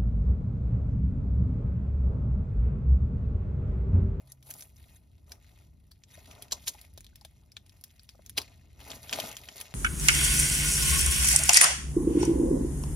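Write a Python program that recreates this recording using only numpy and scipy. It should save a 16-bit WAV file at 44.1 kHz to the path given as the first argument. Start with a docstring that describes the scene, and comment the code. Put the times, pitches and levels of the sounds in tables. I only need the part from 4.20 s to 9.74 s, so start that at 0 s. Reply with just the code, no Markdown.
"""Papery bark is worked loose from a leaning birch trunk in a bare winter wood, heard at two ports.
A far rumble of filtered noise runs throughout; a faint wavering tone hums at the start and near the end.
Fibres snap in bursts of noise from the first moment, a blade skids and sings, strokes rustle as crackle.
Decaying tones knock on the wood from about 2 s; two rips of swelling noise come near 2.4 s, a third
near 4.2 s, and then the strokes and snaps grow strongest towards the close."""
import sys
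import numpy as np
from scipy import signal
from scipy.fft import rfft, irfft
from scipy.io import wavfile
from scipy.ndimage import uniform_filter1d

SR = 44100
rng = np.random.default_rng(int(sys.argv[2]) if len(sys.argv) > 2 else 0)


def dump(signal):
    """Clip the signal to [-1, 1] and save it as 16-bit WAV at the path in sys.argv[1]."""
    limited = np.clip(np.atleast_2d(signal).T, -1, 1)
    pcm = np.round(limited * 32767).astype(np.int16)
    wavfile.write(sys.argv[1], SR, pcm)


N = 244314  # samples, about 5.5 s


def gain_of(db):
    """Decibels to an amplitude factor."""
    return 10 ** (np.asarray(db) / 20)


def evened(x):
    """Scales each row to an rms of 1."""
    return x / np.sqrt(np.mean(x ** 2, -1, keepdims=True) + 1e-20)


def read(points, hz):
    """Reads a curve of (frequency, value) points along a logarithmic frequency axis."""
    f, value = np.transpose(points)
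    return np.interp(np.log(hz + 1), np.log(f + 1), value)


def coloured(x, points, bump_hz=None, bump_db=0., bump_octaves=0.42):
    """Filters x by a spectrum, with an optional broad resonance for each row; rms 1."""
    hz = np.fft.rfftfreq(x.shape[-1], 1 / SR)
    outside = (hz < .7 * points[0][0]) | (hz > 1.4 * points[-1][0])
    db = read(points, hz) - 60 * outside
    if bump_hz is not None:
        octaves_off = np.log2((hz + 1) / bump_hz)
        db = db + bump_db * np.exp(-(octaves_off / bump_octaves) ** 2)
    return evened(irfft(rfft(x) * gain_of(db), x.shape[-1]))


def shaped(noise, envelope):
    """Noise under an envelope, with the energy of the envelope."""
    return evened(noise * envelope) * np.sqrt(np.mean(envelope ** 2, -1, keepdims=True))


def crackle(shape, per_s, grain_s, spread_db):
    """Loudness of many tiny fibre breaks: a few stand out, each swells and dies fast."""
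    breaks = rng.random(shape) < per_s / SR
    size = gain_of(spread_db * np.minimum(rng.exponential(1, shape), 3)) * breaks
    r = np.exp(-2 / (grain_s * SR))
    energy = signal.lfilter([1], [1, -2 * r, r ** 2], size ** 2)
    return evened(np.sqrt(energy + 1e-12))


def place(times, sounds, lead=0):
    """Lays each sound at its time; lead is the number of samples before the marked moment."""
    mix = np.zeros(N + 2 * sounds.shape[1])
    for s, sound in zip(times, sounds):
        at = round(s * SR) - lead
        mix[at:at + len(sound)] += sound
    return mix[:N]


# Spectrum of the far rumble: (frequency [Hz], relative level [dB])
RUMBLE_SPECTRUM = [(22, -39), (40, -5.5), (70, 3), (302, -22), (700, -42), (1540, -120)]
RUMBLE_DB = -57.5  # level around which the rumble swells


def rumble():
    """Far low noise, nearly alike at both ports and less so towards its top."""
    hz = np.fft.rfftfreq(N, 1 / SR)
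    a, b = rfft(rng.standard_normal((2, N)))
    apart = gain_of(read([(60, -23.5), (150, -10.0), (500, 1.0)], hz)) * b
    port_db = read(RUMBLE_SPECTRUM, hz) + np.array([[.4], [-.4]])  # slightly louder at left
    both = irfft(np.array([a + apart, a - apart]) * gain_of(port_db), N)
    drift = uniform_filter1d(rng.standard_normal(N), 9000)
    swell = evened(uniform_filter1d(drift, 9000))
    return gain_of(RUMBLE_DB + 1.8 * swell) * both / np.std(both)


# Faint low hum that comes and goes: (start [s], end [s], rms level when full [dB], mean pitch [Hz])
HUM_SPANS = [(0, 0.405, -61.5, 131), (4.557, 5.24, -63, 120.8)]


def hums():
    """A soft sine tone that wavers a little in pitch, faded in and out."""
    t = np.arange(N) / SR
    drift = uniform_filter1d(rng.standard_normal(N), 3000)
    waver = evened(uniform_filter1d(drift, 3000))
    warped_time = np.cumsum(1 + 0.0148 * waver) / SR
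    mix = np.zeros(N)
    for start, end, db, hz in HUM_SPANS:
        fade = np.clip(np.minimum(t - start, end - t) / 0.061, 0, 1)
        mix += np.sqrt(2) * gain_of(db) * fade * np.sin(2 * np.pi * hz * warped_time)
    return mix


# The knife blade skids on the wood and sings: (time [s], level before the swell [dB], length [s])
BLADE_SKIDS = [(0.084, -62, 0.038), (0.755, -58.5, 0.016), (1.933, -53.5, 0.022)]
# Modes of the blade: (frequency [Hz], relative level [dB])
BLADE_MODES = [(1900, -9), (3720, -8), (6340, -5.5), (7600, -16), (10200, -3)]


def skids():
    """Rough friction feeds the blade's modes for a moment, each one fluttering."""
    s, db, length = np.transpose(BLADE_SKIDS)[..., None]
    hz, mode_db = np.transpose(BLADE_MODES)[..., None]
    t = np.arange(2048) / SR
    noise = rng.standard_normal((len(s), 2, len(BLADE_MODES), len(t)))
    re, im = uniform_filter1d(noise, 150).swapaxes(0, 1)
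    modes = ((0.057 + re + 1j * im) * np.exp(2j * np.pi * hz * t)).real
    song = evened((gain_of(mode_db) * modes).sum(1))
    swell = np.sin(np.pi * np.clip(t / length, 0, 1))
    return place(s[:, 0], gain_of(db) * song * swell)


# Knocks of knife or knuckle on the wood: (time [s], level before the envelope [dB], pitch [Hz])
WOOD_KNOCKS = [(1.978, -46.5, 605), (2.194, -46, 710), (2.2235, -42.5, 427), (2.547, -46, 840),
               (2.777, -48.5, 536), (2.929, -65, 1520), (3.0147, -50, 830), (3.05, -48, 640),
               (3.3672, -45.5, 1740), (3.949, -42, 522), (3.9926, -47, 540), (4.767, -35, 270),
               (4.9877, -28, 635), (5.222, -48.5, 605), (5.2878, -46.5, 745)]
# Spectrum of the trunk: (frequency [Hz], relative level [dB])
TRUNK_SPECTRUM = [(120, -15.5), (300, -0.5), (560, -1), (1000, -6.5), (1400, -10.5), (2200, -33)]


def knocks():
    """A short dull blow on the trunk: a woody thud, then a few swings at the pitch of the spot."""
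    s, db, hz = np.transpose(WOOD_KNOCKS)[..., None]
    t = np.arange(2048) / SR
    noise = rng.standard_normal((len(s), len(t)))
    thud = 0.6 * np.exp(-t / 0.003) * coloured(noise, TRUNK_SPECTRUM, hz, 16.0)
    swings = gain_of(-60 * t / 0.023) * np.sin(2 * np.pi * hz * t)
    onset = 1 - np.exp(-t / 0.00042)
    return place(s[:, 0], gain_of(db) * onset * (swings + thud))


# Strokes of the hand on the sheet: (start [s], length [s], rustle level [dB],
# thin-flake fizz over the rustle [dB], trunk body over the rustle [dB])
HAND_STROKES = [(0, 0.12, -77, 1, 3.5), (0.274, 0.16, -65, 9.5, -0.5), (0.571, 0.2, -70.5, 2.5, -7.5),
                (1.105, 0.012, -64.5, 2, 2.5), (1.225, 0.2, -71.5, -4.5, -5), (1.905, 0.23, -64, -3, -5),
                (2.087, 0.17, -65.5, -4, 3.5), (2.358, 0.29, -64, -0.5, -5.5), (2.7, 0.49, -75.5, -9, -17),
                (3.46, 0.92, -75, -2, -10), (4.213, 0.11, -63.5, -16, -8), (4.39, 0.32, -74.5, -12, -2),
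                (4.603, 0.068, -59, -4.5, -3), (4.687, 0.068, -51, -3, -1), (4.834, 0.18, -57, 1, -2),
                (4.926, 0.16, -45.5, -2, -2), (5.091, 0.23, -58, -3, -5), (5.367, 0.043, -52.5, -0.5, -6.5),
                (5.437, 0.087, -62.5, -7, -3)]
ATTACK_DB_PER_S, RELEASE_DB_PER_S = 398, 246  # each stroke swells, holds, dies away
REST_DB = -81.5  # the sheet held still between strokes


def effort():
    """Loudness of sheet, flakes and trunk: the strokes add up in energy over the resting sheet."""
    start, length, db, fizz_db, body_db = np.transpose(HAND_STROKES)[..., None]
    t = np.arange(0, N + 64, 64) / SR
    into = t - start
    attack_db = ATTACK_DB_PER_S * np.minimum(into, 0)
    release_db = RELEASE_DB_PER_S * np.maximum(into - length, 0)
    levels = []
    for over_db in (0, fizz_db, body_db):
        strokes = gain_of(db + over_db + attack_db - release_db)
        level = np.sqrt(gain_of(REST_DB) ** 2 + (strokes ** 2).sum(0))
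        levels.append(np.interp(np.arange(N) / SR, t, level))
    return levels


# Spectrum of the bark sheet: (frequency [Hz], relative level [dB])
SHEET_SPECTRUM = [(700, -51), (1500, -9), (2500, -6.5), (4000, -4.5), (6500, -5.5), (8500, -7),
                  (10500, -67)]
# Spectrum of the thin flakes: (frequency [Hz], relative level [dB])
FIZZ_SPECTRUM = [(6000, -11), (8500, -7), (10500, 1), (13500, -6.5), (15500, -7.5), (16500, -32)]


def peel():
    """Flexing bark crackles over a smoother rub: patches tick at their own pitch; the trunk pops."""
    level, fizz, body = effort()
    *sheet_noise, flake_noise, trunk_noise = rng.standard_normal((5, N))
    wide = np.hypot(.55, .8 * crackle(N, 300, .0004, 4.5))  # sharp breaks heard across all pitches
    *patches, flakes = evened(np.hypot(wide, 0.46 * crackle((4, N), 67, 0.00053, 1.0)))
    # the rasp shifts from patch to patch
    shift = evened(uniform_filter1d(rng.standard_normal((3, N)), 900))
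    patches = patches * gain_of(2.5 * shift)
    patch_hz = np.array([[2200], [3700], [6200]])
    sheet = coloured(np.array(sheet_noise), SHEET_SPECTRUM, patch_hz, 44.0, 1.0) * patches
    rustle = evened(sheet.sum(0))
    hiss = flakes * coloured(flake_noise, FIZZ_SPECTRUM)
    pop_loudness = np.hypot(.6, .8 * crackle(N, 120, 0.004, 3.2))
    pops = coloured(trunk_noise * pop_loudness, TRUNK_SPECTRUM)
    return level * rustle + fizz * hiss + body * pops


# Fibre snaps: (time [s], level [dB], pitch of the sheet [Hz], fizz over the sheet [dB])
FIBRE_SNAPS = [(0.0738, -44, 4500, 0), (0.119, -30.5, 6740, 5), (0.2272, -43.5, 3750, 0),
               (0.2448, -53, 4500, 0), (0.2679, -42, 7000, 12), (0.2905, -46, 6500, 3),
               (0.3049, -25.5, 6200, 9), (0.3095, -24.5, 6300, 2), (0.339, -29, 7400, 12),
               (0.394, -43, 6000, 5), (0.408, -30, 6100, 4), (0.423, -32, 6300, -2), (0.566, -43, 6070, -4),
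               (1.1194, -27, 5800, -7.5), (1.714, -35, 4540, -3.5), (1.8367, -39, 7060, -16),
               (2.1129, -36, 3130, -11), (2.2233, -25.5, 3200, -1), (2.283, -44, 2560, -10),
               (2.3111, -31, 3500, -6), (2.441, -42, 3900, -12), (2.4636, -33, 6500, 6),
               (2.4725, -19, 3460, -13), (2.614, -32.5, 3700, 12), (2.737, -44, 2630, 28),
               (2.7766, -28, 3580, 0), (2.807, -40, 7000, -1), (2.8445, -35.5, 4140, -3.5),
               (2.866, -38, 3330, -6), (2.957, -36.5, 5230, -3), (3.012, -35.5, 4600, -4),
               (3.049, -29.5, 3450, -2), (3.319, -39, 5270, -5), (3.3671, -27, 3570, -15),
               (3.463, -48.5, 4930, -7), (3.495, -46.5, 4170, -9), (3.612, -40, 6260, 12),
               (3.639, -26.5, 5400, 5), (3.795, -41, 4540, -12), (3.833, -38, 4500, 8.5),
               (3.8913, -28, 4570, -5), (4.062, -32.5, 6300, 1.5), (4.0957, -28.5, 5740, 0.5),
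               (4.2169, -22.5, 4330, -3), (4.605, -44, 3000, -11), (4.613, -40.5, 3000, -13),
               (4.6822, -35.5, 4500, 6), (4.7037, -31, 4500, -17), (4.7165, -26, 3360, -25),
               (4.8942, -29, 3130, -20), (4.9283, -14.5, 3070, -4.5), (4.9342, -16.5, 3140, -26),
               (4.9425, -24, 4460, -14), (4.981, -28, 3200, -13), (4.988, -25, 2550, -8),
               (5, -14, 3200, -5.5), (5.1145, -24.5, 3050, -10), (5.168, -22.5, 3100, -3),
               (5.2873, -29, 2750, -17), (5.402, -30, 4400, 7), (5.411, -21, 3070, 1.5)]


def snaps():
    """A break is a faint creep of fibres, a quick crack, a weak rattle and a fainter tail."""
    s, db, hz, fizz_db = np.transpose(FIBRE_SNAPS)[..., None]
    t = (np.arange(4096) - 512) / SR
    after = np.maximum(t, 0)
    a, b = np.moveaxis(rng.standard_normal((len(s), 2, len(t))), 1, 0)
    rattle = crackle(a.shape, 500, .0003, 4)
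    # decays are given as the seconds taken to fall 60 dB
    cracks = gain_of(-60 * after / 0.0029) + 0.19 * gain_of(-60 * after / 0.017) * rattle
    tail = gain_of(-34.0 - 60 * after / 0.17)
    ring = (1 - np.exp(-after / 0.00034)) * (cracks + tail)
    creep = 0.07 * np.exp(-abs(t) / 0.002) * rattle
    sheet = coloured(a, SHEET_SPECTRUM, hz, 11.2, 0.23)
    sheet = sheet + gain_of(fizz_db) * coloured(b, FIZZ_SPECTRUM)
    return place(s[:, 0], gain_of(db) * shaped(sheet, ring + creep), lead=512)


# Rips: (time of the peak [s], level [dB], rise [s], fall [s], pitch of the sheet [Hz],
# fizz over the sheet [dB], trunk knock relative to the rip [dB])
BARK_RIPS = [(2.326, -27, 0.0048, 0.0033, 5670, -9, -24.5), (2.482, -29.5, 0.0067, 0.0063, 5540, -1.5, -31),
             (4.183, -23.5, 0.0054, 0.001, 3760, -6.5, -21.5)]


def rips():
    """A tear runs through the sheet: ragged splintering swells, peaks and thins out over a trunk knock."""
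    s, db, rise, fall, hz, fizz_db, knock_db = np.transpose(BARK_RIPS)[..., None]
    t = (np.arange(8192) - 2048) / SR
    a, b, c = np.moveaxis(rng.standard_normal((len(s), 3, len(t))), 1, 0)
    swell = np.exp(-(t / np.where(t < 0, rise, fall)) ** 2 / 2)
    after = np.exp(-abs(t) / np.where(t < 0, rise, .018))  # the loose flap shakes on
    ragged = .45 + .65 * crackle(a.shape, 900, .0003, 2.2)
    sheet = coloured(a, SHEET_SPECTRUM, hz, 14.3, 1.0)
    sheet = sheet + gain_of(fizz_db) * coloured(b, FIZZ_SPECTRUM)
    tear = shaped(ragged * sheet, swell + 0.19 * after)
    trunk = coloured(c, TRUNK_SPECTRUM, 920, 7.2)
    knock = gain_of(knock_db) * (0.39 * swell + 1.95 * after) * trunk
    return place(s[:, 0], gain_of(db) * (tear + knock), lead=2048)


# Phase by which the left port leads the right: (frequency [Hz], lead [rad])
LEFT_LEAD = [(1000, 0), (3000, .9), (5500, -.2), (8500, -3.2), (12000, -6.2), (16000, -9.5)]
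# Level of the left port over the right: (frequency [Hz], difference [dB])
LEFT_LOUDER = [(100, 0.5), (700, 5), (2400, 4), (8000, 0.4)]


def ports(x, scatter_db):
    """Each port gets the direct sound with its own phase and level, plus its own scatter off the trunks."""
    hz = np.fft.rfftfreq(N, 1 / SR)
    half = gain_of(read(LEFT_LOUDER, hz) / 2) * np.exp(.5j * read(LEFT_LEAD, hz))
    t = np.arange(4096) / SR
    scatter = rng.standard_normal((2, len(t))) * gain_of(-60 * t / 0.034) * (t > .001)
    scatter /= np.linalg.norm(scatter, axis=1, keepdims=True)
    bounce = 1 + gain_of(-14.0) * np.exp(-2j * np.pi * hz * 0.0048)  # off the frozen ground
    direct = irfft(rfft(x) * bounce * np.array([half, 1 / half]), N)
    return direct + gain_of(scatter_db) * signal.oaconvolve(x[None], scatter, axes=1)[:, :N]


def scene():
    """Every group of sounds scatters through the wood in its own way; the spread-out rustle most."""
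    bark = ports(peel(), scatter_db=-4)
    for x in (snaps(), knocks() + skids(), rips()):
        bark = bark + ports(x, scatter_db=-5)
    return bark + rumble() + hums()


EDGE_HZ = 16600  # top of the band


def record(dry):
    """The band limit: a steep low-pass."""
    lowpass = signal.firwin(511, EDGE_HZ, window=("kaiser", 9), fs=SR)
    return signal.oaconvolve(dry, lowpass[None], "same")


dry = scene()
out = record(dry)
dump(out)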